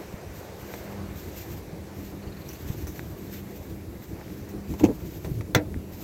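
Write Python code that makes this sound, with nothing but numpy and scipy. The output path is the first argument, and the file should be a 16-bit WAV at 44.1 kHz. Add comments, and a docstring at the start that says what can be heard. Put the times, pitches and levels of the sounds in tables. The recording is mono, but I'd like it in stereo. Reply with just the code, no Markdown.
"""Opening a car door

Someone walks along a parked car with a camera, sleeve rustling, and opens the rear door.
The latch lets go with a dull clunk, then the released handle snaps back against the panel.
Knocks, ticks and squeaks are dying noise and sine waves; rustle, rumble and traffic are shaped noise.
A far bird is a row of noise chirps; a faint machine hum is two sine waves that swell and fade slowly together."""
import sys
import numpy as np
from scipy import signal
from scipy.fft import rfft, irfft, next_fast_len
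from scipy.io import wavfile
from scipy.ndimage import uniform_filter1d, map_coordinates

SR = 44100
rng = np.random.default_rng(int(sys.argv[2]) if len(sys.argv) > 2 else 0)


def generate_wav(sig):
    """Save sig (samples, or channels by samples) to the path in sys.argv[1] as 16-bit PCM at SR."""
    pcm = np.round(np.clip(np.atleast_2d(sig).T, -1, 1) * 32767).astype(np.int16)
    wavfile.write(sys.argv[1], SR, pcm)


N = 266187  # samples in the scene
T = np.arange(SR // 2) / SR  # half a second of time for each short sound [s]


def amp(db):
    """Turn decibels into a gain."""
    return 10 ** (np.asarray(db) / 20)


def unit(x):
    """Scale to an rms (average strength) of 1."""
    return x / np.sqrt(np.mean(x ** 2) + 1e-20)


def along(points, hz):
    """Read (frequency [Hz], value) points at any frequency, on a log axis."""
    f, v = np.transpose(points)
    return np.interp(np.log(hz + 1), np.log(f + 1), v)


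def level_curve(points):
    """Join (time [s], level [dB]) points into one level per sample."""
    s, db = np.transpose(points)
    return np.interp(np.arange(N) / SR, s, db)


def wobble(rate):
    """A smooth random curve through `rate` random points a second."""
    knots = rng.standard_normal(int(N * rate / SR) + 4)
    return map_coordinates(knots, [np.arange(N) * rate / SR])


def filtered(x, response):
    """Multiply the spectrum of x by a response that depends on frequency."""
    n = x.shape[-1]
    m = next_fast_len(n + 8192)
    return irfft(rfft(x, m) * response(np.fft.rfftfreq(m, 1 / SR)), m)[..., :n]


def add(track, s, sound):
    """Mix a sound into a track from time s [s] on."""
    part = track[..., round(s * SR):][..., :sound.shape[-1]]
    part += sound[..., :part.shape[-1]]


def rush(spectrum, patchy_db):
    """Stereo noise of rms 1 from all around, with random louder and softer patches in time and pitch."""
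    # how alike left and right are: (frequency [Hz], likeness [-1 to 1])
    alike = [(60, 0.51), (130, 0.62), (300, 0.54), (640, 0.5), (950, -0.16), (1350, -0.62), (2300, 0.35),
             (3200, -0.17), (15000, 0.075)]
    z = signal.stft(rng.standard_normal((2, N)), nperseg=512)[2]
    grain = rng.standard_normal(z.shape[1:])
    patches = unit(uniform_filter1d(uniform_filter1d(grain, 8, 0), 12, 1))
    pair = signal.istft(z * amp(patchy_db * patches), nperseg=512)[1][:, :N]

    def colour(hz):
        # more of the second noise (the side) makes left and right less alike
        turn = np.arccos(np.clip(along(alike, hz), -1, 1)) / 2
        return amp(along(spectrum, hz)) * [np.cos(turn), np.sin(turn)]

    mid, side = filtered(pair, colour)
    return unit(np.array([mid + side, mid - side]))


def dense(spectrum, spread):
    """Many close resonances heard as coloured noise; spread sets how much left and right differ."""
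    noise = rng.standard_normal((2, len(T)))
    mid, side = filtered(noise, lambda hz: amp(along(spectrum, hz)))
    return unit(np.array([mid + spread * side, mid - spread * side]))


def burst(spectrum, t60, rise, spread):
    """A contact sets dense resonances going; they build up over rise [s] and fall 60 dB in t60 [s]."""
    return dense(spectrum, spread) * amp(-60 * T / t60) * (1 - np.exp(-T / rise))


def snap(hz, cycles):
    """A tiny contact: a sine wave that falls 60 dB within the given cycles."""
    return np.sqrt(2) * np.sin(2 * np.pi * hz * T) * amp(-60 * T * hz / cycles)


def thuds(rows):
    """Heavily damped pushes: a few low cycles that swell to a crest and fade."""
    out = np.zeros(N)
    t = np.arange(-SR // 10, SR // 10) / SR  # time from the crest
    for s, db, hz, half in rows:
        swell = 1 / np.cosh(np.pi / 2 * t / half)
        add(out, s + t[0], amp(db) * np.cos(2 * np.pi * hz * t) * swell)
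    return out * np.sqrt(2)


def outdoors(rumble_db=6.0, traffic_db=1, hiss_db=-56, right_db=2.0):
    """Lumpy low rumble, stronger on the right, far traffic and a steady hiss, all of shaped noise."""
    # colours of the three noises: (frequency [Hz], relative level [dB per Hz])
    rumble_colour = [(20, -27), (33, -17), (55, 0), (80, 3), (120, -2.5), (170, -2.5), (240, -10),
                     (320, -3), (450, -16), (800, -43.5)]
    traffic_colour = [(150, -29), (330, 4), (420, 3), (520, 1.5), (700, -2), (1000, -4.5), (1400, -6),
                      (2000, -10.5), (3200, -18.5), (6000, -19), (16000, -40.5)]
    hiss_colour = [(1760, -33), (3000, -9.5), (3830, 1), (5530, -9.5), (5930, -3.5), (7720, -2),
                   (8940, -16), (12000, 2), (15800, -4)]
    # level of the low rumble before rumble_db is added: (time [s], level [dB])
    rumble_level = [(0.0, -52), (1.14, -45), (2.47, -45.5), (2.87, -42.5), (4.1, -47), (4.87, -42.5),
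                    (5.03, -42.5), (5.45, -39.5), (6.04, -45.5)]
    # far traffic fades as the walk leads along the car; before traffic_db: (time [s], level [dB])
    traffic_level = [(0.0, -42.5), (0.28, -44), (0.89, -41.5), (1.48, -44.5), (4.03, -48.5), (4.18, -46),
                     (5.63, -50), (6.04, -48.5)]
    lumps_db = 2.63 * wobble(18)
    rumble = amp(level_curve(rumble_level) + rumble_db + lumps_db) * rush(rumble_colour, patchy_db=0.5)
    rumble = rumble * amp([[-right_db], [right_db]])
    traffic = amp(level_curve(traffic_level) + traffic_db) * rush(traffic_colour, patchy_db=1.5)
    hiss = amp(hiss_db) * rush(hiss_colour, patchy_db=1.9)
    return rumble + traffic + hiss


def hum(drift=0.00793, waver_db=3.5):
    """A far machine hums: two sine waves swell and fade slowly together and drift a little in pitch."""
    # tones of the hum: (frequency before drift [Hz], relative level before waver [dB])
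    hum_lines = [(199.3, -2.5), (398.6, -14)]
    middle_db, swell_depth_db, swell_s, swell_crest_s = -49, 6.5, 1.222, 0.91
    swell = np.cos(2 * np.pi * (np.arange(N) / SR - swell_crest_s) / swell_s)
    clock = np.cumsum(1 + drift * wobble(7)) / SR  # time that runs a little fast or slow bends the pitch
    lines = sum(amp(db + waver_db * wobble(11)) * np.sin(2 * np.pi * hz * clock) for hz, db in hum_lines)
    return amp(middle_db + swell_depth_db * swell) * np.sqrt(2) * lines


def sleeve(flutter_db=3.1):
    """Cloth rubs near the microphone: noise that swells and fades with each swish and flutters quickly."""
    # colour of rubbing cloth: (frequency [Hz], relative level [dB per Hz])
    rustle = [(500, -31), (1500, 2.5), (3500, 0), (5000, -1.5), (6500, 0.5), (7700, -1), (8800, -12.5),
              (10500, -18), (12300, 3.5), (13500, 5.5), (14600, 4.5), (15800, -8.5)]
    # swishes, before flutter: (time of crest [s], level at crest [dB], half length [s])
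    swishes = [(0.07, -57.5, 0.13), (0.39, -50.5, 0.053), (0.713, -47, 0.089), (0.927, -54, 0.04),
               (1.21, -50, .08), (1.385, -44, 0.053), (1.507, -47.5, 0.061), (2.042, -50, 0.071),
               (2.574, -50.5, 0.14), (2.75, -47.5, 0.095), (3.03, -49.5, 0.12), (3.322, -46, 0.064),
               (3.57, -53, 0.15), (4.047, -53, 0.072), (4.35, -53.5, 0.093), (4.802, -46.5, 0.073),
               (5.15, -48.5, 0.14), (6.01, -48, 0.065)]
    t = np.arange(N) / SR
    power = sum(amp(db) ** 2 * np.exp(-((t - s) / half) ** 2) for s, db, half in swishes)
    return np.sqrt(power) * amp(flutter_db * wobble(45)) * rush(rustle, patchy_db=1.0)


def low_bumps(right_db=4.5):
    """Footfalls, hand bumps and late pushes of the door skin: low thuds, stronger on the right."""
    # (time of crest [s], level before the left-right tilt [dB], frequency [Hz], half length [s])
    bumps = [(0.143, -28, 145, 0.0024), (1.735, -31.5, 165, 0.0055), (2.275, -32, 81, 0.007),
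             (2.704, -21.5, 112, 0.0035), (2.84, -32, 74.4, 0.0055), (4.745, -40, 91, 0.028),
             (5.318, -23.5, 113, 0.0037), (5.378, -30.5, 112, 0.036), (5.7635, -25, 290, 0.0023),
             (5.775, -26, 82.3, 0.0073)]
    return thuds(bumps) * amp([[-right_db], [right_db]])


def small_sounds(scatter_db=2, pitch_scatter=0.14, count=5):
    """Ticks and two brief shoe squeaks, each a ringing snap with grit, fainter random ticks, and shoe scuffs."""
    # colours of the grit and of shoes scuffing on concrete: (frequency [Hz], relative level [dB per Hz])
    grit_colour = [(100, -23), (400, 13.5), (900, 11.5), (2200, -2.5), (3200, -6.5), (7000, -6),
                   (9500, -21), (14000, -18)]
    scuff_colour = [(2000, 0.5), (4500, -16), (6000, 7), (9000, -16), (13200, 2), (16000, 0.5)]
    # ticks and squeaks: (time [s], snap level [dB], snap frequency [Hz], length of the snap [cycles],
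    # grit level [dB], time for the grit to fall 60 dB [s])
    ticks = [(0.739, -12, 1190, 1.3, -33.5, 0.075), (2.4905, -32.5, 5630, 78, -48, 0.031),
             (2.87, -32, 6500, 14, -33, 0.023), (2.994, -15.5, 1550, 2.4, -42, 0.027),
             (4.214, -28.5, 1400, 4.6, -41, 0.017), (4.303, -28, 1400, 2.2, -45, .015),
             (5.2465, -28, 2400, 4, -32.5, 0.084), (5.4095, -26.5, 2200, 5, -33, 0.04),
             (5.743, -26.5, 1730, 5.6, -56, 0.016)]
    # shoe scuffs: (time [s], level [dB], time to fall 60 dB [s])
    scuffs = [(2.486, -41.5, 0.27), (2.53, -35, 0.064), (2.869, -37, 0.25), (4.488, -41.5, .15)]
    out = np.zeros((2, N))
    for s, snap_db, hz, cycles, grit_db, t60 in ticks:
        grit = burst(grit_colour, t60, rise=0.00025, spread=0.55)
        add(out, s, amp(snap_db) * snap(hz, cycles) + amp(grit_db) * grit)
    # fainter ticks, without grit, while the hand reaches for the handle
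    from_s, to_s, middle_db, middle_hz, reach_cycles = 3.93, 4.29, -32, 1450, 2.2
    for s in rng.uniform(from_s, to_s, count):
        size, pitch = rng.standard_normal(2)
        hz = middle_hz * np.exp(pitch_scatter * pitch)
        add(out, s, amp(middle_db + scatter_db * size) * snap(hz, reach_cycles))
    for s, db, t60 in scuffs:
        add(out, s, amp(db) * burst(scuff_colour, t60, rise=0.0012, spread=1.0))
    return out


def bird(width_hz=420, half=0.013, scatter_hz=110, count=8):
    """A far trill of evenly spaced chirps, blurred into narrow noise by distance and echoes."""
    # the two bands of every chirp: (middle frequency before scatter [Hz], level [dB])
    chirp_voices = [(2650, -55.5), (4350, -55)]
    first_s, gap_s = 2.233, 0.047  # crest of the first chirp, then time from one to the next
    out = np.zeros((2, N))
    t = np.arange(-SR // 20, SR // 20) / SR  # time from the crest
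    for k, shift in enumerate(scatter_hz * rng.standard_normal(count)):
        for pitch, db in chirp_voices:
            noise = rng.standard_normal((2, len(t)))
            blur = filtered(noise, lambda hz: np.exp(-((hz - pitch - shift) / width_hz) ** 2))
            add(out, first_s + k * gap_s + t[0], amp(db) * unit(blur) * np.exp(-(t / half) ** 2))
    return out


def panel(soft_hz):
    """The door rings as a sum of dying sine waves; a soft contact hardly stirs the high ones."""
    # door panel and handle resonances: (frequency [Hz], relative level before softening and scatter [dB],
    # time to fall 60 dB [s], build-up time [s])
    door = [(94.7, -23.5, 0.39, 0.01), (187, -16, 0.15, 0.011), (252, -19, 0.17, 0.014),
            (303.6, 0.5, 0.18, 0.11), (351, -15, 0.12, 0.0096), (490, -17, 0.16, 0.0015),
            (643, -34, 0.35, .002), (675, -18.5, 0.12, 0.0067), (781, -21.5, 0.091, 0.00097),
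            (888, -36, 0.17, .001), (1006, -20, 0.1, 0.00088), (1370, -15.5, 0.057, 0.00078),
            (1850, -23, 0.063, .0005), (2007, -18, 0.094, 0.00039), (2230, -32, 0.14, 0.00046),
            (2300, -31, 0.1, .0005), (3450, -10, 0.035, 0.00045), (5450, -22, 0.064, .0005)]
    out = np.zeros(len(T))
    for hz, db, t60, rise in door:
        fade = amp(db + rng.normal(0, 1) - 60 * T / t60)
        softening = 1 / (1 + (hz / soft_hz) ** 2)
        out += fade * (1 - np.exp(-T / rise)) * np.sin(2 * np.pi * hz * T) * softening
    return out


def latch(ring_db=-10, soft_hz=700, count=5):
    """The pawl drags, slips off the striker and rattles in the hollow door, each rebound weaker."""
    # colours of the steel parts and the hollow door: (frequency [Hz], relative level [dB per Hz])
    steel_colour = [(300, -6), (900, 13.5), (1400, -9), (2000, -2), (2600, 3.5), (3800, -11.5),
                    (5000, -9.5), (6800, -2.5), (9000, -24), (13500, -15), (16000, -16)]
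    cavity_colour = [(60, -7), (130, -9), (220, 7.5), (310, 4.5), (430, 2.5), (520, -0.5), (620, -3),
                     (720, -23), (850, -6.5), (1050, -14), (1300, -20), (3000, -47)]
    # contacts, in turn: two ticks of the dragging pawl, the take-up, the slip, the release,
    # the pawl falling back, the door leaving its seal:
    # (time [s], steel level [dB], hollow knock level [dB], time for the hollow rattle to fall 60 dB [s])
    contacts = [(4.7377, -35.5, -42, .02), (4.7962, -28.5, -39, .02), (4.807, -44, -22, 0.094),
                (4.8355, -27.5, -19, 0.024), (4.8399, -18, -10.5, 0.055), (4.8488, -24.5, -24, 0.23),
                (4.886, -50, -20, 0.17)]
    rebound_s, steel_loss_db = 0.0086, 8  # time and steel loss from one rebound to the next
    out = np.zeros((2, N))
    for s, steel_db, knock_db, rattle_t60 in contacts:
        for k in range(count):
            delay = k * rebound_s
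            steel = burst(steel_colour, t60=0.034, rise=0.00045, spread=0.75)
            knock = burst(cavity_colour, t60=0.075, rise=0.00063, spread=0.23)
            steel_gain = amp(steel_db - k * steel_loss_db)
            knock_gain = amp(knock_db - 60 * delay / rattle_t60)
            add(out, s + delay, steel_gain * steel + knock_gain * knock)
    release = max(contacts, key=lambda row: row[2])[0]  # the loudest hollow knock
    add(out, release, amp(ring_db) * panel(soft_hz))
    return out


def door_flex():
    """The door skin is pushed softly at the latch's release and after the handle's snap: low thuds."""
    # (time of crest [s], level [dB], frequency [Hz], half length [s])
    flex = [(4.8425, -12.5, 300, 0.0098), (4.846, -31, 112, 0.04), (5.5635, -14.5, 123, 0.0054)]
    return thuds(flex)


def handle(s=5.5481, crack_db=0.0, clatter_db=-15, ring_db=-1):
    """The spring throws the handle against its stop: a crack, clattering linkage and ringing panel."""
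    # colour of the crack and clatter: (frequency [Hz], relative level [dB per Hz])
    snap_colour = [(150, -13), (450, -1.5), (780, -2), (1150, -10), (1340, -2), (1550, -4.5), (2000, -2.5),
                   (2500, -8.5), (3100, -12), (3650, -9.5), (5000, -15.5), (6300, -8.5), (9500, -33),
                   (13500, -19)]
    # how long the clatter lasts at each pitch: (frequency [Hz], time to fall 60 dB [s])
    snap_decay = [(400, 0.3), (900, 0.15), (2100, .11), (3500, 0.1), (6500, 0.073), (13000, 0.068)]
    hz, t, z = signal.stft(dense(snap_colour, spread=0.71), SR, nperseg=128)
    fading = z * amp(-60 * t / along(snap_decay, hz)[:, None])
    clatter = signal.istft(fading, SR, nperseg=128)[1][:, :len(T)]
    clatter = clatter * (1 - np.exp(-T / 0.0011))
    crack = burst(snap_colour, t60=0.013, rise=0.001, spread=0.75)
    ring = panel(soft_hz=12000)  # a hard contact stirs the high resonances too
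    out = np.zeros((2, N))
    add(out, s, amp(crack_db) * crack + amp(clatter_db) * clatter + amp(ring_db) * ring)
    return out


def scene(left_db=0.9):
    """The car and small sounds reach the right port later and weaker than the left; all layers are mixed."""
    # how much later the right port hears the car and small sounds: (frequency [Hz], delay [s])
    lag = [(300, 0.00022), (800, 0.0002), (1150, 0.00046), (1800, 0.00048), (3000, 0.0005),
           (15000, 0.000508)]
    left, right = small_sounds() + latch() + door_flex() + handle()
    right = filtered(right, lambda hz: np.exp(-2j * np.pi * hz * along(lag, hz)))  # delay each frequency
    near = np.array([left * amp(left_db), right * amp(-left_db)])
    return outdoors() + hum() + sleeve() + low_bumps() + bird() + near


def record(dry):
    """Each port has its own colour; the camera rounds off the highest peaks and cuts the very top pitches."""
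    # colour of the ports: (frequency [Hz], boost on the left and equal cut on the right [dB])
    ports = [(300, 1), (600, 1.34), (1500, 0), (4000, 0), (6300, -1), (9500, 4), (13000, 0)]
    top_hz = 15850
    heard = filtered(dry, lambda hz: amp(np.outer([1, -1], along(ports, hz))))
    rounded = heard / (1 + np.abs(heard / .95) ** 6) ** (1 / 6)
    return filtered(rounded, lambda hz: hz < top_hz)


dry = scene()
out = record(dry)
generate_wav(out)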